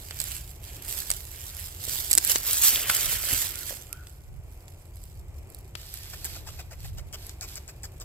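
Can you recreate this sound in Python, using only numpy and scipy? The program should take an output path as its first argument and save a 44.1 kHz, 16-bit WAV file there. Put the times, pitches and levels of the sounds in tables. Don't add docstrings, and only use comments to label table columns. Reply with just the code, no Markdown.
import sys
import numpy as np
from scipy import signal
from scipy.fft import rfft, irfft, next_fast_len
from scipy.io import wavfile
from scipy.ndimage import uniform_filter1d, map_coordinates

SR = 44100
rng = np.random.default_rng(int(sys.argv[2]) if len(sys.argv) > 2 else 0)


def to_wav(s):
    ch = np.atleast_2d(s).T
    pcm = np.round(np.clip(ch, -1, 1) * 32767)
    wavfile.write(sys.argv[1], SR, pcm.astype(np.int16))


N = 354563

# (frequency [Hz], gain [dB])
CRACK_SPECTRUM = [(2500, -42.5), (4400, -1.5), (6000, -3.5), (7600, 7), (9000, 0.5), (11500, -18.5)]
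# (frequency [Hz], gain [dB])
RUMBLE_SPECTRUM = [(15, -37), (28, -1.5), (42, 0.5), (78, 2.5), (115, -4), (155, -12), (230, -29.5),
                   (400, -66)]
# (time [s], air level [dB], rumble level [dB])
AMBIENCE_LEVELS = [(0, -56, -41.5), (1.3, -57, -44), (2.5, -56.5, -46), (4.7, -59, -45), (8, -57, -43)]


def wading():
    # (time at full strength [s], hold [s], level [dB])
    sweeps = [(0.0, 0.22, -47.5), (.19, 0.16, -39), (.48, 0.0067, -49), (.66, 0.095, -45.5),
              (.885, 0.11, -36), (1.07, 0.095, -40), (1.3, 0.11, -44), (1.46, .01, -40.5),
              (1.565, 0.089, -40.5), (1.81, 0.038, -40.5), (1.89, 0.094, -33), (2.05, 0.065, -36.5),
              (2.23, 0.0091, -35.5), (2.298, 0.012, -26.5), (2.47, 0.1, -29), (2.64, 0.038, -23.5),
              (2.74, 0.058, -31), (2.89, 0.16, -30), (3.115, 0.0069, -29), (3.22, 0.053, -32.5),
              (3.3, .12, -29.5), (3.5, 0.13, -40), (3.68, 0.0048, -34.5), (4.08, .04, -57.5),
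              (4.48, 0.21, -64), (4.79, 0.03, -60), (4.98, .09, -57.5), (5.545, 0.0049, -60.5)]
    # (time at full strength [s], hold [s], level [dB])
    steps = [(.12, 0.26, -55), (.66, 0.37, -57.5), (1.33, 0.3, -57.5), (1.86, 0.11, -53),
             (2.29, 0.02, -43.5), (2.47, 0.021, -42), (2.72, .32, -38.5), (3.11, 0.015, -37.5),
             (3.29, 0.022, -38.5), (3.45, 0.078, -50), (3.69, 0.024, -55)]
    # (time [s], direction [0 = ahead, 1 = underfoot])
    directions = [(0, 0.89), (2.25, 0.63), (2.45, 0.046), (2.85, 0.047), (3.1, 0.41), (3.9, 1)]
    # (frequency [Hz], gain [dB])
    hiss_spectrum = [(500, -14.5), (1500, -6), (2500, -7.5), (3300, -2.5), (5000, -3.5), (6300, -3.5),
                     (9500, -4), (11800, 0), (13700, -2), (15500, -4.5)]
    # (frequency [Hz], gain [dB])
    crunch_spectrum = [(100, -29), (200, -9.5), (600, -1), (950, -9.5), (1400, -2), (2100, 2), (3200, 2),
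                       (6000, -38)]
    arrival_s, fidget_db, dense_db, tilt_db_per_octave = 4.2, -66.5, -29, 2.07
    sweep = amp(pushes(sweeps, rise_db_per_s=239, fall_db_per_s=112, settle_db=-10))
    weight = amp(pushes(steps, rise_db_per_s=216, fall_db_per_s=146, settle_db=-5.5))
    below = np.clip(curves(directions)[0], 0, 1)
    standing = np.arange(N) / SR > arrival_s
    fidget = amp(fidget_db) * standing * crackle(rate=24, spread_db=0.5, life_s=0.006, bed=0.53)
    friction = 0.6 + (sweep / amp(dense_db)) ** 2
    grains = crackle(rate=600, spread_db=3.3, life_s=0.00022, bed=friction) * amp(0.8 * wobble(60))
    front_spectrum = [(hz, db + tilt_db_per_octave * np.log2(hz)) for hz, db in hiss_spectrum]
    underfoot = unit(stereo_noise(grains, hiss_spectrum, lag_ms=0.4145, scatter=1.0) * pan(-3))
    in_front = unit(stereo_noise(grains, front_spectrum, lag_ms=-0.051, scatter=0.7) * pan(2.4))
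    hiss = np.hypot(sweep, fidget) * (np.sqrt(below) * underfoot + np.sqrt(1 - below) * in_front)
    pressed = crackle(rate=500, spread_db=3.0, life_s=0.0004, bed=1.0)
    crunch = unit(stereo_noise(pressed, crunch_spectrum, lag_ms=0.018, scatter=0.089 + 0.5 * below))
    return spectral_flicker(hiss + weight * crunch, depth_db=2.2)


def twig_snaps():
    # (time [s], level [dB], thinness [0 = stick, 1 = splinter], left over right [dB])
    breaks = [(0.051, -46, .65, -8), (0.1084, -32, 0.16, -4.5), (0.2017, -20, 0.54, -12),
              (.215, -27, 0.45, -5.5), (.24, -28.5, 0.84, -7.5), (0.318, -30.5, 0.42, -14),
              (0.8237, -36, 0.96, -14), (1.1028, -18, 0.62, -5), (1.1146, -19, 0.61, -1.5),
              (2.1121, -16.5, 0.69, -11.5), (2.1159, -14.5, 0.53, -6), (2.1301, -12.5, 0.62, -5.5),
              (2.1365, -18, 0.63, -11.5), (2.1517, -14.5, 0.73, -13), (2.1771, -8.5, 0.81, -1.5),
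              (2.182, -11.5, 0.66, -1), (2.2485, -17, 1, -1), (2.275, -21, 0.86, -12),
              (2.3581, -15.5, 0.39, -1.5), (2.5313, -19.5, 0.96, 4), (2.8975, -19.5, 0.096, -2.5),
              (2.9, -17.5, 0.95, -3.5), (3.3353, -20, 1, -7), (3.9285, -28, 0.87, -14),
              (4.07, -42, 0.36, -2), (4.0958, -49, .8, -4), (4.681, -46, 0.35, -7.5),
              (4.958, -47, 0.97, -13.5), (5.038, -42.5, 0.69, -8), (5.5013, -44, 0.91, -9.5),
              (5.547, -38, .85, -7), (5.5883, -45, 0.97, -7), (5.6782, -54, .8, -7), (5.7526, -30, .0, 10),
              (5.94, -30.5, 0.95, -12), (5.974, -41, .85, -1.5), (5.988, -41, .9, -2),
              (6.1002, -38, 1, -1.5), (6.245, -28, 0.69, -2), (6.2508, -27.5, 0.83, -1.5),
              (6.257, -31, 1, -2.5), (7.2668, -38, 1, 0.5), (7.294, -36.5, 0.39, 5)]
    # (frequency [Hz], gain [dB])
    wood_spectrum = [(300, -8), (1100, -8), (2000, -1.5), (3200, -3), (4500, 0.5), (7000, -14.5)]
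    # (frequency [Hz], gain [dB])
    splinter_spectrum = [(7000, -54), (10000, 10), (13000, 11.5), (16000, -5.5)]
    out, t = np.zeros((2, N)), np.arange(SR // 30) / SR
    sharp, woody = fracture(t, ring_s=0.0012, tail=0.11), fracture(t, ring_s=0.0008, tail=0.7)
    layers = [(woody, wood_spectrum), (sharp, CRACK_SPECTRUM), (sharp, splinter_spectrum)]
    layer_thinness = np.array([0, 0.6, 1])
    for start, db, thinness, pan_db in breaks:
        shares = amp(-22 * np.abs(thinness - layer_thinness))
        snap = np.zeros((2, len(t)))
        for (envelope, spectrum), share in zip(layers, shares / np.linalg.norm(shares)):
            sound = stereo_noise(envelope, spectrum, lag_ms=-0.03 * pan_db, scatter=0.28)
            energy = np.sum(sound ** 2, axis=1, keepdims=True)
            snap += share * sound * np.sqrt(0.0039 * SR / energy)
        sides = pan(pan_db)
        add(out, start, amp(db) * snap * sides / np.sqrt(np.mean(sides ** 2)))
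    return out


def foot_thuds():
    # (time [s], level [dB], pitch [Hz], 60 dB decay time [s])
    knocks = [(.109, -48, 520, 0.023), (1.1019, -33.5, 2150, 0.012), (1.878, -45, 445, 0.035),
              (2.153, -51.5, 298, 0.14), (2.176, -42, 368, 0.054), (2.3, -44, 494, 0.053),
              (2.7585, -18, 3170, 0.0053), (2.897, -28, 1370, 0.041), (2.898, -22.5, 2170, 0.015),
              (3.071, -47, 82, 0.27), (3.326, -34, 83, 0.1), (3.707, -38, 520, 0.015),
              (3.723, -39, 530, 0.012), (3.9285, -37, 2570, 0.0053)]
    out, t = np.zeros((2, N)), np.arange(SR // 5) / SR
    for start, db, hz, t60 in knocks:
        body = [(hz / 5, -32), (hz * 0.89, -10), (hz, 0),
                (hz * 1.22, -12), (hz * 3.9, -34), (hz * 14, -70)]
        blow = (1 - np.exp(-t / 0.0012)) * amp(-60 * t / t60)
        add(out, start, amp(db) * burst(blow, body, lag_ms=0, scatter=0.5, span_s=t60 / 4))
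    return out


def armadillo_stirring():
    # (time at full strength [s], hold [s], level [dB])
    shoves = [(5.78, 0.19, -50.5), (5.95, 0.44, -49), (6.26, 0.12, -49.5), (6.5, 0.11, -54),
              (6.8, 0.088, -53), (7.18, 0.13, -52.5), (7.485, 0.057, -46.5)]
    # (frequency [Hz], gain [dB])
    litter_spectrum = [(300, -16), (900, -5), (1500, 0.5), (2400, 3), (3700, 6.5), (5000, 6), (7500, 0.5),
                       (10000, -2), (13200, 7.5), (15500, -3)]
    grains = crackle(rate=700, spread_db=3.0, life_s=0.00025, bed=1.5) * amp(0.8 * wobble(25))
    rustle = stereo_noise(grains, litter_spectrum, lag_ms=-0.1, scatter=1.0)
    movement = amp(pushes(shoves, rise_db_per_s=471, fall_db_per_s=315, settle_db=-10))
    return movement * unit(spectral_flicker(rustle, depth_db=1.6))


def armadillo_rooting():
    # (time [s], length [s], level [dB], dryness as extra hiss [dB])
    thrusts = [(6.129, 0.018, -44, -1.5), (6.247, 0.023, -41.5, 1.5), (6.349, 0.023, -44, -3),
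               (6.464, 0.033, -41, -2.5), (6.586, .028, -42, -4), (6.706, 0.034, -44, -4.5),
               (6.842, 0.023, -47, -4), (6.972, 0.031, -45, -3), (7.127, 0.03, -39.5, -0.5),
               (7.41, 0.046, -39.5, 1.5), (7.556, 0.029, -44, 2.5), (7.679, 0.031, -46.5, 0.5),
               (7.833, 0.029, -43.5, 2), (8, 0.028, -45.5, 1.5)]
    # (frequency [Hz], gain [dB])
    rasp_spectrum = [(200, -29), (450, 1), (700, -11), (1000, -7.5), (1500, -0.5), (2600, -0.5), (3500, -4),
                     (5000, -14)]
    # (frequency [Hz], gain [dB])
    hiss_spectrum = [(2000, -29), (3800, -9), (4800, 7.5), (6200, 4), (7700, 5), (9500, -17), (12500, 3.5),
                     (15500, 3)]
    # (offset [Hz], gain [dB])
    scrape_band, hollow_band = [(80, -4), (220, -9), (700, -47)], [(50, -9), (160, -31.5), (1000, -84)]
    out, t = np.zeros((2, N)), np.arange(SR // 10) / SR
    glide_hz = 440 + 520 * np.exp(-t / 0.0189)
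    grit = crackle(rate=900, spread_db=2.5, life_s=0.00025, bed=1.0)
    for start, length, db, dry_db in thrusts:
        swell = (1 - np.exp(-t / 0.0075)) * np.exp(-(t / length) ** 4)
        stroke = swell * np.roll(grit, -round(start * SR))[:len(t)]
        phase = 2 * np.pi * np.cumsum(glide_hz * rng.lognormal(0, 0.0664)) / SR
        scrape = np.cos(2.05 * phase) * burst(stroke, scrape_band, lag_ms=0, scatter=0.3, span_s=0.015)
        rasp = burst(stroke, rasp_spectrum, lag_ms=-0.1, scatter=0.35, span_s=0.014)
        rasp = spectral_flicker(rasp, depth_db=4.5)
        hollow = np.cos(phase) * burst(swell, hollow_band, lag_ms=0, scatter=0.22, span_s=0.022)
        hiss = burst(stroke * np.exp(-t / 0.15), hiss_spectrum, lag_ms=-0.1, scatter=0.5, span_s=0.017)
        attack = fracture(t, ring_s=0.0011, tail=0.16)
        tick = burst(attack, CRACK_SPECTRUM, lag_ms=-0.086, scatter=0.64, span_s=0.0011)
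        body = amp(-6) * rasp + amp(-9.5) * scrape + amp(-10 - 1.06 * dry_db) * hollow
        bright = (amp(dry_db) * hiss + amp(1 + 4.1 * dry_db) * tick) * pan(6)
        add(out, start, amp(db) * (body + bright))
    return out


def far_bird():
    # (time into the note [s], pitch [Hz], relative level [dB])
    note = [(0, 1264, -14), (.04, 1396, -2), (.08, 1530, -5), (.11, 1440, 0), (0.141, 1400, -11)]
    # (time [s], relative level [dB])
    calls = [(3.522, -42), (3.895, -40)]
    knots, pitch_hz, shape_db = np.transpose(note)
    out, t = np.zeros((2, N)), np.arange(round(knots[-1] * SR)) / SR
    for start, db in calls:
        jitter, flutter = wobble(347)[:len(t)], wobble(270)[:len(t)]
        hz = np.interp(t, knots, pitch_hz) * (1 + 0.06 * jitter)
        envelope = amp(db + np.interp(t, knots, shape_db)) * (1 + 0.26 * flutter)
        add(out, start, envelope * np.sin(2 * np.pi * np.cumsum(hz) / SR) * pan(0))
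    return out


def wind_puffs():
    # (peak time [s], half-width [s], level [dB])
    gusts = [(2.25, 0.15, -59), (3.1, 0.06, -38.5), (3.35, 0.13, -48), (4.35, 0.083, -44),
             (5.301, 0.24, -51.5), (6.45, 0.25, -47), (6.95, 0.097, -37.5)]
    t = np.arange(N) / SR
    swells = sum(amp(db) * np.exp(-((t - peak) / width) ** 2 / 2) for peak, width, db in gusts)
    return swells * unit(stereo_noise(amp(0.84 * wobble(9.7)), RUMBLE_SPECTRUM, lag_ms=0, scatter=1.2))


def far_rumble():
    _, level_db = curves(AMBIENCE_LEVELS)
    lumps = amp(0.99 * wobble(9))
    return amp(level_db) * unit(stereo_noise(lumps, RUMBLE_SPECTRUM, lag_ms=0, scatter=0.083))


def woodland_air():
    # (frequency [Hz], gain [dB])
    air_spectrum = [(100, -5), (240, -2), (360, 4), (480, -1.5), (700, -1.5), (1000, -7.5), (1600, -15.5),
                    (2400, -9.5), (3800, -25), (7500, -23), (15500, -31)]
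    level_db, _ = curves(AMBIENCE_LEVELS)
    wash = stereo_noise(amp(2.0 * wobble(2.36)), air_spectrum, lag_ms=0.13, scatter=0.65)
    return amp(level_db) * unit(wash) * pan(2.5)


def forest_reverb(x):
    # (frequency [Hz], 60 dB decay time [s])
    decay_times = [(200, 0.24), (1500, 1), (5000, 0.24), (14000, 0.028)]
    hz, t, bins = signal.stft(rng.standard_normal((2, SR // 2)), SR, nperseg=256)
    tail = signal.istft(bins * amp(-60 * t / along(decay_times, hz)[:, None]), SR, nperseg=256)[1]
    return signal.fftconvolve(x, tail / np.linalg.norm(tail[0]), axes=1)[:, :N]


def crackle(rate, spread_db, life_s, bed):
    sizes = amp(spread_db * np.minimum(rng.standard_exponential(N), 4))
    fractures = sizes * (rng.random(N) < rate / SR)
    pole = np.exp(-2 / (life_s * SR))
    power = signal.lfilter([1], np.poly([pole, pole]), fractures ** 2)
    return np.sqrt(np.abs(power / power.mean()) + abs(bed))


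def fracture(t, ring_s, tail):
    onset = 1 - np.exp(-(t / 0.0006) ** 2)
    return onset * (np.exp(-(t / ring_s) ** 4) + tail * np.exp(-t / 0.0033))


def pushes(rows, rise_db_per_s, fall_db_per_s, settle_db):
    settle_db_per_s = 49.5
    t = np.arange(0, N, 64) / SR
    peak, hold, db = np.transpose(rows)[:, :, None]
    early, late = np.maximum(peak - t, 0), np.maximum(t - peak - hold, 0)
    release = np.maximum(amp(-fall_db_per_s * late), amp(settle_db - settle_db_per_s * late))
    power = np.sum((amp(db - rise_db_per_s * early) * release) ** 2, axis=0)
    return np.interp(np.arange(N) / SR, t, 10 * np.log10(power + 1e-14))


def spectral_flicker(x, depth_db):
    bins = signal.stft(x, nperseg=512)[2]
    patches = uniform_filter1d(rng.standard_normal(bins.shape[-2:]), size=4, axis=0)
    patches = uniform_filter1d(patches, size=5, axis=1)
    return signal.istft(bins * amp(depth_db * patches / patches.std()), nperseg=512)[1][..., :x.shape[-1]]


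def port_response(hz):
    # (centre [Hz], width [Hz], left gain [dB], right gain [dB])
    resonances = [(5040, 1100, 1.5, 2.5), (7820, 1320, 4.5, 9), (12140, 3500, -5.5, 6)]
    return amp(sum(np.outer([left, right], 1 / (1 + (2 * (hz - centre) / width) ** 2))
                   for centre, width, left, right in resonances))


def stereo_noise(envelope, spectrum, lag_ms, scatter):
    noise = envelope * rng.standard_normal((3, len(envelope)))
    direct = filtered(noise[0], lambda hz: np.exp(np.outer([-1j, 1j], np.pi * hz * lag_ms / 1000)))
    return filtered(direct + scatter * noise[1:], lambda hz: port_response(hz) * amp(along(spectrum, hz)))


def burst(envelope, spectrum, lag_ms, scatter, span_s):
    return unit(stereo_noise(envelope, spectrum, lag_ms, scatter)) * np.sqrt(span_s * SR / len(envelope))


def amp(db):
    return 10 ** (np.asarray(db) / 20)


def pan(db):
    return amp([[db / 2], [-db / 2]])


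def unit(x):
    return x / np.sqrt(np.mean(np.atleast_2d(x).mean(0) ** 2) + 1e-20)


def along(points, hz):
    knots, values = np.transpose(points)
    return np.interp(np.log(hz + 1), np.log(knots + 1), values)


def curves(rows):
    times, *columns = np.transpose(rows)
    return [np.interp(np.arange(N) / SR, times, column) for column in columns]


def wobble(rate):
    return map_coordinates(rng.standard_normal(int(N * rate / SR) + 4), [np.arange(N) * rate / SR])


def filtered(x, response):
    n = x.shape[-1]
    padded = next_fast_len(n + 2048)
    return irfft(rfft(x, padded) * response(np.fft.rfftfreq(padded, 1 / SR)), padded)[..., :n]


def add(track, start_s, sound):
    part = track[:, max(0, round(start_s * SR)):][:, :sound.shape[1]]
    part += sound[:, :part.shape[1]]


def scene():
    near = wading() + armadillo_stirring() + armadillo_rooting() + twig_snaps() + foot_thuds()
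    bird = far_bird()
    echo = forest_reverb(amp(-19) * near + amp(-22) * bird)
    return near + amp(-9) * bird + echo + wind_puffs() + far_rumble() + woodland_air()


def record(dry):
    cutoff_hz = 15600
    rounded = dry / (1 + np.abs(dry) ** 6) ** (1 / 6)
    return filtered(rounded, lambda hz: 1 / np.sqrt(1 + (hz / cutoff_hz) ** 160))


dry = scene()
out = record(dry)
to_wav(out)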